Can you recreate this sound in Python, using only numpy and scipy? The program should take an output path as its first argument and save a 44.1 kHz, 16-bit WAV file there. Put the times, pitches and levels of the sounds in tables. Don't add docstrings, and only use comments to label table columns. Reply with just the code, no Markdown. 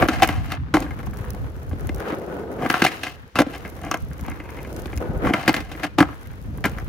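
import sys
import numpy as np
from scipy import signal
from scipy.fft import rfft, irfft
from scipy.io import wavfile
from scipy.ndimage import uniform_filter1d

SR = 44100
rng = np.random.default_rng(int(sys.argv[2]) if len(sys.argv) > 2 else 0)


def rack_gain(trim_db):
    fader = np.asarray(trim_db, float)
    return 10 ** (fader / 20)


def store_pcm(level_fs):
    pcm = np.round(np.clip(level_fs, -1, 1) * 32767).astype(np.int16)
    wavfile.write(sys.argv[1], SR, np.atleast_2d(pcm).T)


N = 303408


def rms_one(x):
    return x / np.sqrt(np.mean(x ** 2) + 1e-20)


def in_time(rows):
    s, *columns = np.transpose(rows)
    return [np.interp(np.arange(N) / SR, s, c) for c in columns]


def at_hz(points, hz):
    f, value = np.transpose(points)
    return np.interp(np.log(np.maximum(hz, 1)), np.log(f), value)


def band(x, order, hz, kind):
    return signal.sosfilt(signal.butter(order, hz, kind, fs=SR, output="sos"), x)


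def colour(x, spectrum):
    size = 4096
    gain = rack_gain(np.maximum(at_hz(spectrum, np.fft.rfftfreq(size, 1 / SR)), -70))
    cepstrum = irfft(np.log(gain), size)
    cepstrum[1:size // 2] *= 2
    cepstrum[size // 2 + 1:] = 0
    taps = irfft(np.exp(rfft(cepstrum)), size)
    taps = taps / np.sqrt(np.sum(taps ** 2))
    return signal.oaconvolve(np.atleast_2d(x), taps[None], axes=1)[:, :np.shape(x)[-1]]


def drift(rate_hz):
    r = np.exp(-20 * np.pi * rate_hz / SR)
    slow = signal.lfilter([1], [1, -2 * r, r * r], rng.standard_normal(N // 10 + 4002))[4000:]
    return np.interp(np.arange(N) / 10, np.arange(len(slow)), rms_one(slow))


def grains(per_s, spread_db, size):
    clicks = rack_gain(spread_db * np.minimum(rng.exponential(1, size), 4)) * rng.choice([-1, 1], size)
    happens = rng.random(size) < per_s / SR
    return clicks * happens / np.sqrt(np.mean(clicks ** 2) * per_s / SR)


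def pan(db):
    return rack_gain(np.clip(db, -9, 9) * np.array([[.5], [-.5]]))


def widen(first, second, alike):
    alike = np.clip(alike, -1, 1)
    middle = np.sqrt((1 + alike) / 2) * first
    return middle + np.sqrt((1 - alike) / 2) * second * np.array([[1], [-1]])


def resonate(push, modes, extra_db):
    out = 0
    for k, (hz, width, db) in enumerate(modes):
        r = np.exp(-np.pi * width / SR)
        poles = [1, -2 * r * np.cos(2 * np.pi * hz / SR), r * r]
        ringing = signal.lfilter([1, 0, -1], poles, push + 1e-18)
        out = out + (-1) ** k * np.sqrt(1 - r * r) * ringing * rack_gain(db + extra_db[k])
    return out


# (t/s, load on the ground as rumble level/dB, roughness as rasp re rumble/dB)
WHEEL_TRIES = [
    [(0.0, -19.5, -4.5), (0.11, -38.5, 6.5), (0.29, -43.5, 8), (0.5, -50, 7.5), (0.58, -51.5, 10.5),
     (0.74, -46.5, 2.5), (0.9, -42.5, 6.5), (1.2, -39, -3.5), (1.57, -40, -4), (1.93, -37, -6.5),
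     (1.995, -35.5, -5.5)],
    [(2.003, -29, -5), (2.09, -28.5, 0.5), (2.22, -29.5, -9), (2.57, -28, -10), (2.7, -29.5, -2),
     (2.91, -38, -1), (3.01, -39.5, -3.5), (3.1, -44.5, -8), (3.18, -48, 1), (3.34, -58.5, -4),
     (3.53, -37.5, -3.5), (3.66, -39, -6.5), (4.0, -44, -7.5), (4.3, -43.5, 5.5), (4.54, -38.5, -8),
     (4.75, -33, -23), (4.93, -41, 1), (4.997, -41, 0)],
    [(5.005, -27, -8), (5.06, -28.5, -7), (5.19, -28.5, -10), (5.29, -29, 14), (5.325, -48, 1),
     (5.35, -42, 13.5), (5.44, -53, 13), (5.58, -37, 7), (5.66, -51.5, -2), (5.8, -38.5, 2.5),
     (5.96, -49.5, -5), (6.07, -44.5, 3), (6.36, -48.5, 1.5), (6.6, -41.5, -10), (6.69, -37, -3.5),
     (6.88, -46.5, 1.5)],
]
# (t/s, gain above the edge pitch/dB)
RASP_BRIGHTNESS = [(0.0, 2), (0.9, -5), (1.9, -4.5), (2.15, -9.5), (2.3, -12), (2.58, -10), (2.7, 9),
                   (3.9, -1.5), (4.4, -6), (4.75, 12), (5.05, -12.5), (5.25, -11), (5.4, 2), (6.88, -2.5)]
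# (start t/s, end t/s, change of level reached at the end/dB)
WHEELS_OFF = [(0.53, 0.734, -23), (3.13, 3.355, -15), (5.303, 5.336, 7), (5.865, 5.977, -13)]
HISS_DB = -53
HISS_FOLLOWS_LOAD, HISS_FOLLOWS_ROUGH, HISS_FOLLOWS_EDGE = 0.7, 0.45, 0.64


def wheel_levels():
    load_db, rough_db = in_time(sum(WHEEL_TRIES, []))
    hiss_db = HISS_DB + HISS_FOLLOWS_LOAD * (load_db - load_db.mean())
    hiss_db = hiss_db + HISS_FOLLOWS_ROUGH * (rough_db - rough_db.mean())
    hiss_db = hiss_db + HISS_FOLLOWS_EDGE * in_time(RASP_BRIGHTNESS)[0]
    now = np.arange(N) / SR
    lift_db = np.zeros(N)
    for start, end, db in WHEELS_OFF:
        lift_db += db * np.clip((now - start) / (end - start), 0, 1) ** .5 * (now < end)
    return load_db, load_db + rough_db, hiss_db + uniform_filter1d(lift_db, size=200)


# (f/Hz, level per Hz/dB)
RUMBLE_SPECTRUM = [(88, -29), (150, -5), (279, -3), (311, -0.5), (493, -2), (565, -4.5), (751, -10.5),
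                   (1000, -17.5), (1300, -35), (2200, -120)]
RASP_SPECTRUM = [(470, -30), (800, -3), (979, -3), (1140, -3.5), (1320, -4), (1780, -6), (2170, -11),
                 (4000, -21), (5200, -31), (8800, -120)]
GRIT_SPECTRUM = [(1760, -3), (3000, -8), (3690, -12), (6440, -7), (7750, -13), (10900, -7), (12600, -7.5),
                 (14500, -9), (15700, -10), (16500, -31)]
# (f/Hz, likeness from -1 to 1)
ROLL_LIKENESS = [(60, 0.03), (180, 0.64), (550, 1), (1650, -0.22), (4970, -0.16), (15000, 0.11)]
# (f/Hz, width/Hz, level/dB)
ROLL_MODES = [(344, 55, -2.5), (432, 42, 0.5), (506.4, 32, -1.5), (722, 79, -8.5), (1250, 91, -9.5),
              (1484, 40, -10.5)]
ROLL_RING_DB, RASP_EDGE_HZ = -5.5, 1500


def rolling():
    rumble_db, rasp_db, hiss_db = wheel_levels()
    bumps = drift(21.6)
    layers = []
    # level, spectrum, pitch at which likeness is read, kicks per s, their spread/dB, bump depth/dB
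    for db, spectrum, hz, per_s, spread_db, bump_db in (
            (rumble_db, RUMBLE_SPECTRUM, 400, 2500, 2.5, 1.3),
            (rasp_db, RASP_SPECTRUM, 1600, 1800, 4.0, 2.5),
            (hiss_db, GRIT_SPECTRUM, 7000, 6000, 3.5, 2.5)):
        kicks = widen(*grains(per_s, spread_db, size=(2, N)), at_hz(ROLL_LIKENESS, hz))
        layers.append(rack_gain(db + bump_db * bumps + 0.53 * drift(6.1)) * colour(kicks, spectrum))
    rumble, rasp, hiss = layers
    dull = band(rasp, 1, RASP_EDGE_HZ, "low")
    bright = rack_gain(in_time(RASP_BRIGHTNESS)[0]) * band(rasp, 1, RASP_EDGE_HZ, "high")
    kicks = widen(*grains(1500, 2.0, size=(2, N)), 0.55)
    ring = rms_one(resonate(kicks, ROLL_MODES, np.zeros(len(ROLL_MODES))))
    ring = rack_gain(rumble_db + ROLL_RING_DB + 2.0 * bumps) * ring
    return ring + rumble + dull + bright + hiss


# (f/Hz, width/Hz, level/dB)
DECK_MODES = [(126, 116, -8), (216, 87, -5.5), (305, 51, -3), (400, 97, -8.5), (492, 72, -6.5),
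              (639, 78, -8), (736.5, 83, -3.5), (921, 130, -6), (1000, 98, -5.5), (1147, 136, -8),
              (1370, 91, -6.5), (1605, 130, -7), (1900, 237, -6), (2100, 90, -6), (2253, 220, -8),
              (2474, 150, -12), (2840, 180, -16), (3320, 310, -17)]


def deck(push, thud_db, luck_db):
    is_low = np.array(DECK_MODES)[:, 0] < 600
    return resonate(push, DECK_MODES, luck_db + thud_db * is_low)


# (start t/s, hardest t/s, end t/s, level/dB, brightness/dB)
DRAGS = [(0.0, 0.021, 0.067, -19, -7.5), (0.097, 0.12, 0.47, -28, 5.5), (0.27, 0.294, 0.32, -24, 0.5),
         (0.456, 0.528, 0.57, -29, 5), (2.588, 2.65, 2.675, -24, -6.5), (2.73, 2.77, 3.13, -36, 13),
         (3.01, 3.06, 3.16, -37, 12), (3.5, 3.547, 3.61, -36, 7.5), (3.787, 3.864, 3.92, -30, -1),
         (5.225, 5.262, 5.4, -27.5, -11.5), (5.336, 5.357, 5.74, -30.5, 5.5),
         (5.818, 5.842, 5.875, -21.5, 5), (6.655, 6.66, 6.76, -37.5, 8)]
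# (f/Hz, level per Hz/dB)
CRACK_SPECTRUM = [(1760, -39), (2600, 3.5), (3320, -4), (6340, -14), (7370, -20.5), (10500, -22),
                  (14900, -26), (15800, -31), (16500, -51)]
SCRAPE_EDGE_DB, SCRAPE_HISS_DB = -15.5, -12.5
SLIP_FLUTTER_DB = 3.0


def scrapes():
    now = np.arange(N) / SR
    level, thud, hiss = np.zeros((3, N))
    for start, hardest, end, db, bright_db in DRAGS:
        swell_db = np.interp(now, [start, hardest, end], [SCRAPE_EDGE_DB, 0, SCRAPE_EDGE_DB])
        push = rack_gain(db + swell_db) * (now >= start) * (now <= end)
        level += push
        thud += push * rack_gain(-bright_db)
        hiss += push * rack_gain(SCRAPE_HISS_DB + bright_db)
    level, thud, hiss = (uniform_filter1d(gain, size=300) for gain in (level, thud, hiss))
    slips = grains(1600, spread_db=3.0, size=N) * rack_gain(SLIP_FLUTTER_DB * drift(57))
    ring = deck(slips, 0, np.zeros(len(DECK_MODES)))
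    low, high = rms_one(band(ring, 4, 600, "low")), rms_one(band(ring, 4, 600, "high"))
    spray = widen(slips, grains(2400, spread_db=-9.0, size=N), 0.16)
    return level * high + thud * low + hiss * rms_one(colour(spray, CRACK_SPECTRUM))


# (t/s, level/dB)
MEAN_WIND = [(0.0, -32), (0.46, -34.5), (1.0, -30.5), (1.62, -55), (1.98, -24.5), (2.02, -41), (2.6, -37.5),
             (2.95, -43), (3.26, -39.5), (3.31, -61), (3.36, -38), (3.55, -38), (3.97, -34.5), (4.4, -37.5),
             (4.9, -31), (5.06, -50), (5.6, -31.5), (5.9, -39), (6.4, -37.5), (6.47, -28), (6.7, -31.5),
             (6.88, -27)]
# (t/s, level at the height/dB, fall to either side in dB per s)
BUFFETS = [(0.028, -18.5, 278), (0.172, -20.5, 191), (0.379, -19, 97), (0.518, -31, 338),
           (0.619, -21.5, 221), (0.798, -28, 192), (0.922, -26, 408), (1.09, -21.5, 277), (1.201, -25, 261),
           (1.301, -25, 180), (1.431, -23, 145), (1.569, -28.5, 164), (1.723, -24, 142),
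           (1.848, -19.5, 296), (1.931, -23.5, 223), (2.182, -36, 299), (3.389, -60, 153),
           (4.038, -20.5, 494), (4.107, -28, 370), (4.159, -37, 288), (4.231, -25.5, 401),
           (4.309, -25, 254), (4.983, -21.5, 294), (5.099, -21, 355), (5.17, -18.5, 382), (5.267, -20, 284),
           (6.042, -27, 138), (6.271, -38, 319), (6.317, -32, 200), (6.73, -31, 156)]
# (f/Hz, level per Hz/dB)
WIND_SPECTRUM = [(12, -89), (20, -41), (48, 4), (70, 4.5), (91, 1.5), (200, -9.5), (300, -14.5), (390, -49),
                 (660, -120)]
WIND_SPLIT_HZ, LIKENESS_BELOW, LIKENESS_ABOVE = 122, 0.035, 0.74
WIND_EVENNESS = 0.78
BUFFET_PUSH_DB = 12


def wind():
    now = np.arange(N) / SR
    power = rack_gain(in_time(MEAN_WIND)[0]) ** 2
    for s, db, fall in BUFFETS:
        power = power + rack_gain(db - fall * np.abs(now - s)) ** 2
    lumps = [rack_gain(1.5 * drift(12) + 2.5 * drift(25)) for side in range(2)]
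    swirls = rms_one(colour(rng.standard_normal((2, N)) * lumps, WIND_SPECTRUM))
    swell = uniform_filter1d(np.mean(swirls ** 2, axis=0), size=1800)
    swirls = rms_one(swirls / swell ** (WIND_EVENNESS / 2))
    low = widen(*band(swirls, 2, WIND_SPLIT_HZ, "low"), LIKENESS_BELOW)
    high = widen(*band(swirls, 2, WIND_SPLIT_HZ, "high"), LIKENESS_ABOVE)
    pushes = np.zeros((2, N))
    for s, db, _ in BUFFETS:
        step = widen(*rng.choice([-1, 1], 2), 0.22)[:, 0]
        pushes[:, round(s * SR)] = rack_gain(db + BUFFET_PUSH_DB) * step
    return np.sqrt(power) * (low - high) + colour(pushes, WIND_SPECTRUM)


# (f/Hz, level per Hz/dB)
RUSTLE_SPECTRUM = [(300, -13), (1000, 0), (2300, 0), (3600, -5), (6000, -9), (8000, -18), (12000, -20),
                   (15700, -20), (16500, -46)]
RUSTLE_DB = -55.5


def air():
    return rack_gain(RUSTLE_DB + 1.5 * drift(3)) * colour(rng.standard_normal((2, N)), RUSTLE_SPECTRUM)


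# (t/s, level/dB, left-right/dB before the limit in pan)
GRIT_SNAPS = [(0.25, -18, 2), (0.275, -15, 0), (0.304, -31, -2), (0.8035, -22.5, -4), (0.908, -41, 5),
              (0.989, -37, 5), (1.03, -42, 2), (1.064, -39, 0), (1.137, -39, 0), (1.171, -29.5, 0),
              (1.188, -36, 0), (1.213, -40, 0), (1.235, -45, 0), (1.3048, -22, -5), (1.333, -36, -2),
              (1.348, -34, -3), (1.558, -50, 3), (1.6313, -39, 2), (1.6953, -38, -6), (1.808, -35.5, -21),
              (1.8711, -27, 2), (1.9463, -27, -7), (1.961, -38, 0), (1.982, -35, -7.5), (2.002, -30, 4.5),
              (3.278, -48, 0), (3.699, -31, -0.5), (3.816, -37, -16), (3.849, -35, -5), (3.9123, -23, 0),
              (3.944, -24.5, 3), (3.973, -31, 0), (4.005, -42, -2), (4.023, -39, -7), (4.049, -40, -2),
              (4.084, -47, 0), (4.106, -42, -2), (4.18, -37, -4), (4.1326, -33, -3), (4.21, -30, -3),
              (4.264, -32.5, -5), (4.2995, -31, -7), (4.238, -36, 2), (4.44, -43, -3), (4.63, -30.5, 0),
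              (4.728, -31, 6), (4.764, -28, 0), (4.606, -41, 2), (4.675, -39, 4), (4.745, -40, -11),
              (4.758, -50, -12), (4.87, -33, -3), (4.958, -34, -4), (4.965, -28, 1), (4.981, -31, -2),
              (4.9749, -26.5, 9), (5.2604, -31, -2), (5.5298, -24, 25), (6.2723, -34, -4),
              (6.575, -37, -30), (6.656, -16.5, 0), (6.696, -30, 0), (6.785, -34, -2), (6.799, -35, 0)]
CONTACT_SNAP_DB = -3
SNAP_SPLIT_HZ, SNAP_TILT_DB = 9000, 1
SNAP_FROM_HZ = 3300


def grit():
    clicks = np.zeros((2, N))
    crushed = [(s, db + crack_db + CONTACT_SNAP_DB, 0) for s, db, _, crack_db, *_ in BLOW_LIST]
    for s, db, pan_db in GRIT_SNAPS + crushed:
        clicks[:, round(s * SR)] = pan(pan_db)[:, 0] * rack_gain(db)
    faint = rack_gain(wheel_levels()[2] + 4.8 * np.minimum(rng.exponential(1, N), 3) + 3)
    faint = faint * (rng.random(N) < 90 / SR)
    clicks = clicks + faint * pan(rng.normal(0, 2.8, N))
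    tilt_db = rng.normal(0, SNAP_TILT_DB, N)
    r = np.exp(-1 / (0.0016 * SR))
    out = 0
    for kind, sign in (("low", -1), ("high", 1)):
        decay = signal.lfilter([1], [1, -r], clicks * rack_gain(sign * tilt_db) + 1e-18)
        puffs = decay * widen(*rng.standard_normal((2, N)), 0.041)
        out = out + band(puffs, 3, SNAP_SPLIT_HZ, kind)
    return colour(band(out, 2, SNAP_FROM_HZ, "high"), GRIT_SPECTRUM)


# (t/s, level/dB, relative thud/dB, relative crack/dB, rattle T60/s, favoured f/Hz)
BLOW_LIST = [(0.024, -2.5, -44, -23, 0.043, 1140), (0.085, -5.5, -3.5, -15.5, 0.09, 1660),
             (0.221, 0, -12, -14, 0.052, 770), (0.228, -1.5, -9.5, -18, 0.051, 750),
             (0.232, -3.5, -22, -11, 0.058, 2170), (0.237, -9, -6, -14.5, 0.071, 2300),
             (0.244, -8, -11, -18, 0.025, 1500), (0.289, -15, -20, -4, 0.017, 800),
             (0.519, -17, -7.5, -7.5, 0.042, 1510), (0.739, -27, -5, -35, 0.042, 600),
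             (0.74, -4, -6, -20, 0.11, 1000), (0.742, -9.5, -30, -29, 0.093, 1650),
             (0.748, -6.5, -0.5, -31, 0.07, 1000), (0.755, -15.5, 3, -21.5, 0.34, 925),
             (0.768, -3, -18, -24, 0.022, 860), (0.823, -22, 1, -14, 0.076, 990),
             (1.731, -31, 7, -35, 0.035, 613), (1.892, -19, 0, -12.5, 0.022, 2000),
             (2.081, -33.5, 6, -7.5, 0.18, 1500), (2.123, -26, 6.5, -22, 0.021, 1400),
             (2.622, -17, -1, -26, 0.044, 1000), (2.66, -10.5, -5, -29, 0.062, 1400),
             (2.7, -3, -10, -15.5, 0.059, 1400), (2.74, -4.5, -15, -22.5, 0.11, 1220),
             (2.819, -0.5, -7, -15, 0.072, 1550), (2.839, -9.5, -7, -9, 0.13, 1000),
             (2.848, 0, -14.5, -13, 0.055, 764), (2.864, -5, -15, -16.5, 0.1, 2100),
             (2.917, -20.5, -10, -16.5, 0.13, 2070), (3.033, -16.5, -14, -9, 0.1, 1740),
             (3.067, -17, -13, -19, 0.081, 2150), (3.355, -11.5, -7, -17, 0.19, 1240),
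             (3.37, -19.5, -5, -16, 0.17, 795), (3.35, -34, -1, -40, 0.041, 498),
             (3.383, -24, 0, -40, 0.041, 450), (3.388, 0.5, -5, -20.5, 0.089, 1370),
             (3.401, -6.5, -3, -16.5, 0.056, 504), (3.4048, -5, -8, -25, 0.04, 600),
             (3.418, -4.5, -9, -17.5, 0.036, 575), (3.466, -32.5, 9.5, -35, 0.074, 720),
             (3.649, -23, -7, -22, 0.14, 1930), (3.912, -7.5, -14, -22, 0.11, 1260),
             (3.941, -8.5, -10, -21.5, 0.074, 1240), (4.281, -20, -2.5, -21, 0.052, 1000),
             (4.857, -28.5, 3.5, -5.5, 0.03, 1550), (5.248, -16.5, -2, -34, 0.067, 1490),
             (5.27, -10.5, -4.5, -27, 0.13, 1200), (5.298, -17, -8, -27, 0.066, 2300),
             (5.336, -1.5, -15.5, -21, 0.046, 2460), (5.343, -11.5, -7, -24, 0.12, 1200),
             (5.478, -1.5, -4, -13, 0.084, 1670), (5.492, -5, -2.5, -14.5, 0.072, 860),
             (5.541, -7, -14, -15.5, 0.07, 1840), (5.564, -14.5, -6, -9, 0.05, 2420),
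             (5.579, -19, -3.5, -17, 0.016, 2300), (5.604, -24, -1, -9, 0.063, 2000),
             (5.716, -25, -1.5, -11, 0.11, 1370), (5.833, -11, -16, -16, 0.07, 2180),
             (5.846, -19, -3, -12, 0.06, 1430), (5.981, -29, 5, -44, 0.029, 400),
             (5.984, -2.5, -5, -18, 0.15, 1000), (6.004, 0, -7, -21, 0.046, 1520),
             (6.009, -2.5, -4, -27, 0.076, 1250), (5.99, -8, -8, -32, 0.06, 700),
             (6.026, -4, -8, -21, 0.037, 1080), (6.641, -8, -9, -18, 0.032, 2000),
             (6.647, -14.5, -0.5, -26, 0.076, 1300), (6.652, -6, -11.5, -27, 0.05, 2060),
             (6.657, -9.5, -4, -20, 0.089, 1300), (6.784, -20, -53, -56, 0.059, 1440)]
# (t/s, level/dB, favoured f/Hz)
TRUCK_KNOCKS = [(0.863, -28.5, 1550), (0.907, -24.5, 1900), (0.99, -28, 1600), (1.03, -29, 1530),
                (1.068, -29, 1000), (1.133, -30, 1340), (1.193, -37, 1400), (1.304, -36, 1390),
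                (1.345, -29.5, 795), (1.712, -29, 1070), (1.871, -37, 2220), (2.003, -25.5, 1490),
                (2.039, -28, 1400), (2.215, -38, 2200), (2.355, -50, 800), (2.402, -34, 700),
                (2.437, -39, 700), (2.49, -38, 1000), (4.1122, -33, 1650), (4.139, -37, 1370),
                (4.1931, -31, 1470), (4.249, -29, 1690), (4.303, -28, 1780), (4.316, -24, 1800),
                (4.355, -35, 1900), (4.4004, -24, 2200), (4.4556, -31.5, 2400), (4.49, -29, 2420),
                (4.571, -31, 2250), (4.5875, -26, 2300), (4.648, -26, 2210), (4.7296, -47, 1500),
                (4.8788, -31, 1800), (4.9295, -21.5, 2580), (4.975, -24, 2840), (5.451, -24, 2800),
                (5.75, -26, 2320), (5.797, -27, 2000), (5.812, -39, 1510), (6.087, -25.5, 1200),
                (6.128, -31, 1470), (6.257, -38, 1900), (6.3358, -37, 1605), (6.5817, -30.5, 1000),
                (6.775, -31, 1450), (6.8, -30, 1480)]
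KNOCK_THUD_DB, KNOCK_CRACK_DB, KNOCK_T60_S = -5.5, -26, 0.063
BLOW_PAN_DB = -0.3
CONTACT_DB, CONTACT_S = 17, 0.00016
FAVOUR_DB, FAVOUR_OCTAVES = 8.5, 0.6
MODE_LUCK_DB = 1.6
RATTLE_HOLD = 1.212


def blows():
    size = int(.15 * SR)
    t = np.arange(size) / SR
    body, crack = np.zeros((2, N + size)), np.zeros((2, N + size))
    knocks = [(s, db, KNOCK_THUD_DB, KNOCK_CRACK_DB, KNOCK_T60_S, hz) for s, db, hz in TRUCK_KNOCKS]
    octaves = np.log2(np.array(DECK_MODES)[:, 0])
    sides = pan(BLOW_PAN_DB)
    for s, db, thud_db, crack_db, t60, favoured_hz in BLOW_LIST + knocks:
        at = round(s * SR)
        shape = rack_gain(-60 * (t / max(t60, .01)) ** RATTLE_HOLD) * np.minimum(t / 0.00053, 1)
        rattle = grains(5000, spread_db=3.5, size=size)
        rattle = rattle * np.sqrt(np.sum(shape ** 2) / np.sum((rattle * shape) ** 2))
        half_sine = np.sin(np.pi * np.minimum(t / CONTACT_S, 1))
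        touch = rack_gain(CONTACT_DB) * rng.choice([-1, 1]) * half_sine
        near = np.exp(-((octaves - np.log2(favoured_hz)) / FAVOUR_OCTAVES) ** 2)
        luck_db = FAVOUR_DB * (near - .5) + rng.normal(0, MODE_LUCK_DB, len(DECK_MODES))
        ring = deck(rattle * shape + touch, thud_db + 13.0, luck_db)
        body[:, at:at + size] += sides * rack_gain(db - 18.5) * ring
        spray = widen(rattle, grains(3400, spread_db=3.0, size=size), 0.61)
        crack[:, at:at + size] += sides * rack_gain(db + crack_db + 3.0) * spray * shape ** 2.0
    return body[:, :N] + colour(crack[:, :N], CRACK_SPECTRUM)


# (t/s, level/dB)
AXLE_PINGS = [(3.85, -33), (3.914, -10), (3.942, -20), (4.264, -44)]
# (f/Hz, width/Hz, level/dB)
PING_MODES = [(6470, 500, 0.5), (5500, 480, -1), (8700, 600, -11)]


def pings():
    clicks = np.zeros(N)
    for s, db in AXLE_PINGS:
        clicks[round(s * SR)] = rack_gain(db)
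    ring = resonate(clicks, PING_MODES, np.zeros(len(PING_MODES)))
    return ring / np.abs(ring).max() * clicks.max()


# (t/s, level/dB)
CHATTER_LEVEL = [(4.2, -107), (4.25, -38), (4.32, -45), (4.38, -52), (4.46, -42.5), (4.6, -41), (4.73, -56),
                 (4.78, -77)]
# (f/Hz, width/Hz, level/dB)
CHATTER_MODES = [(938, 51, -0.5), (1980, 610, -5.5), (2580, 230, -6.5)]


def chatter():
    clicks = grains(600, spread_db=1.0, size=N) * rack_gain(3.8 * drift(31))
    now = np.arange(N) / SR
    sounding = (now > CHATTER_LEVEL[0][0]) * (now < CHATTER_LEVEL[-1][0])
    ring = rms_one(resonate(clicks, CHATTER_MODES, np.zeros(len(CHATTER_MODES))))
    return rack_gain(in_time(CHATTER_LEVEL)[0]) * sounding * ring


# (delay t/s, level/dB before the dulling filter)
REFLECTIONS = [(.0021, -12), (.0047, -48), (0.014, -24.5), (0.026, -17.5), (.041, -43), (.067, -27.5),
               (.098, -27.5)]


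def outdoors(x):
    size = int(.16 * SR)
    answer = np.zeros((2, size))
    for delay, db in REFLECTIONS:
        smear = np.exp(-np.abs(np.arange(size) / SR - delay) / (0.15 * delay))
        answer += rack_gain(db) * rng.standard_normal((2, size)) * smear / np.sqrt(np.sum(smear ** 2))
    answer = signal.lfilter([.5], [1, -.5], answer)
    return x + signal.oaconvolve(x, answer, axes=1)[:, :N]


def scene():
    return outdoors(blows() + scrapes() + chatter() + pings()) + rolling() + grit() + wind() + air()


# (f/Hz, left-right/dB)
PORT_LEVELS = [(60, 0), (180, -0.5), (550, 1.5), (1650, 3), (4970, 1.5), (15000, -2)]
# (f/Hz, lead of the left/rad)
PORT_PHASES = [(100, 0.032), (300, 0.087), (560, 0.32), (1550, 0.25), (2670, 0.36), (5170, 0.92),
               (8000, 0.56), (10000, 0.05)]


def ports(x):
    hz, halves = np.fft.rfftfreq(N, 1 / SR), np.array([[.5], [-.5]])
    tilt = rack_gain(at_hz(PORT_LEVELS, hz) * halves)
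    lead = np.exp(1j * at_hz(PORT_PHASES, hz) * halves)
    return irfft(rfft(x) * tilt * lead, N)


DUCK_FROM_DB, DUCK_SHARE = -15, 0.097
DUCK_ATTACK_S, DUCK_RELEASE_DB_PER_S = 0.037, 17


def duck(x):
    level_db = 10 * np.log10(uniform_filter1d(np.mean(x ** 2, axis=0), size=220) + 1e-12)
    cut_db = DUCK_SHARE * np.maximum(level_db - DUCK_FROM_DB, 0)
    back_db = DUCK_RELEASE_DB_PER_S * np.arange(N) / SR
    held_db = np.maximum.accumulate(cut_db + back_db) - back_db
    r = np.exp(-1 / (DUCK_ATTACK_S * SR))
    return x * rack_gain(-signal.lfilter([1 - r], [1, -r], held_db))


def band_limit(x):
    return signal.sosfilt(signal.butter(12, 16670, fs=SR, output="sos"), x)


def record(dry):
    wet = duck(ports(dry))
    mix = 1.223 * np.tanh(wet / 1.83)
    return band_limit(mix)


dry = scene()
out = record(dry)
store_pcm(out)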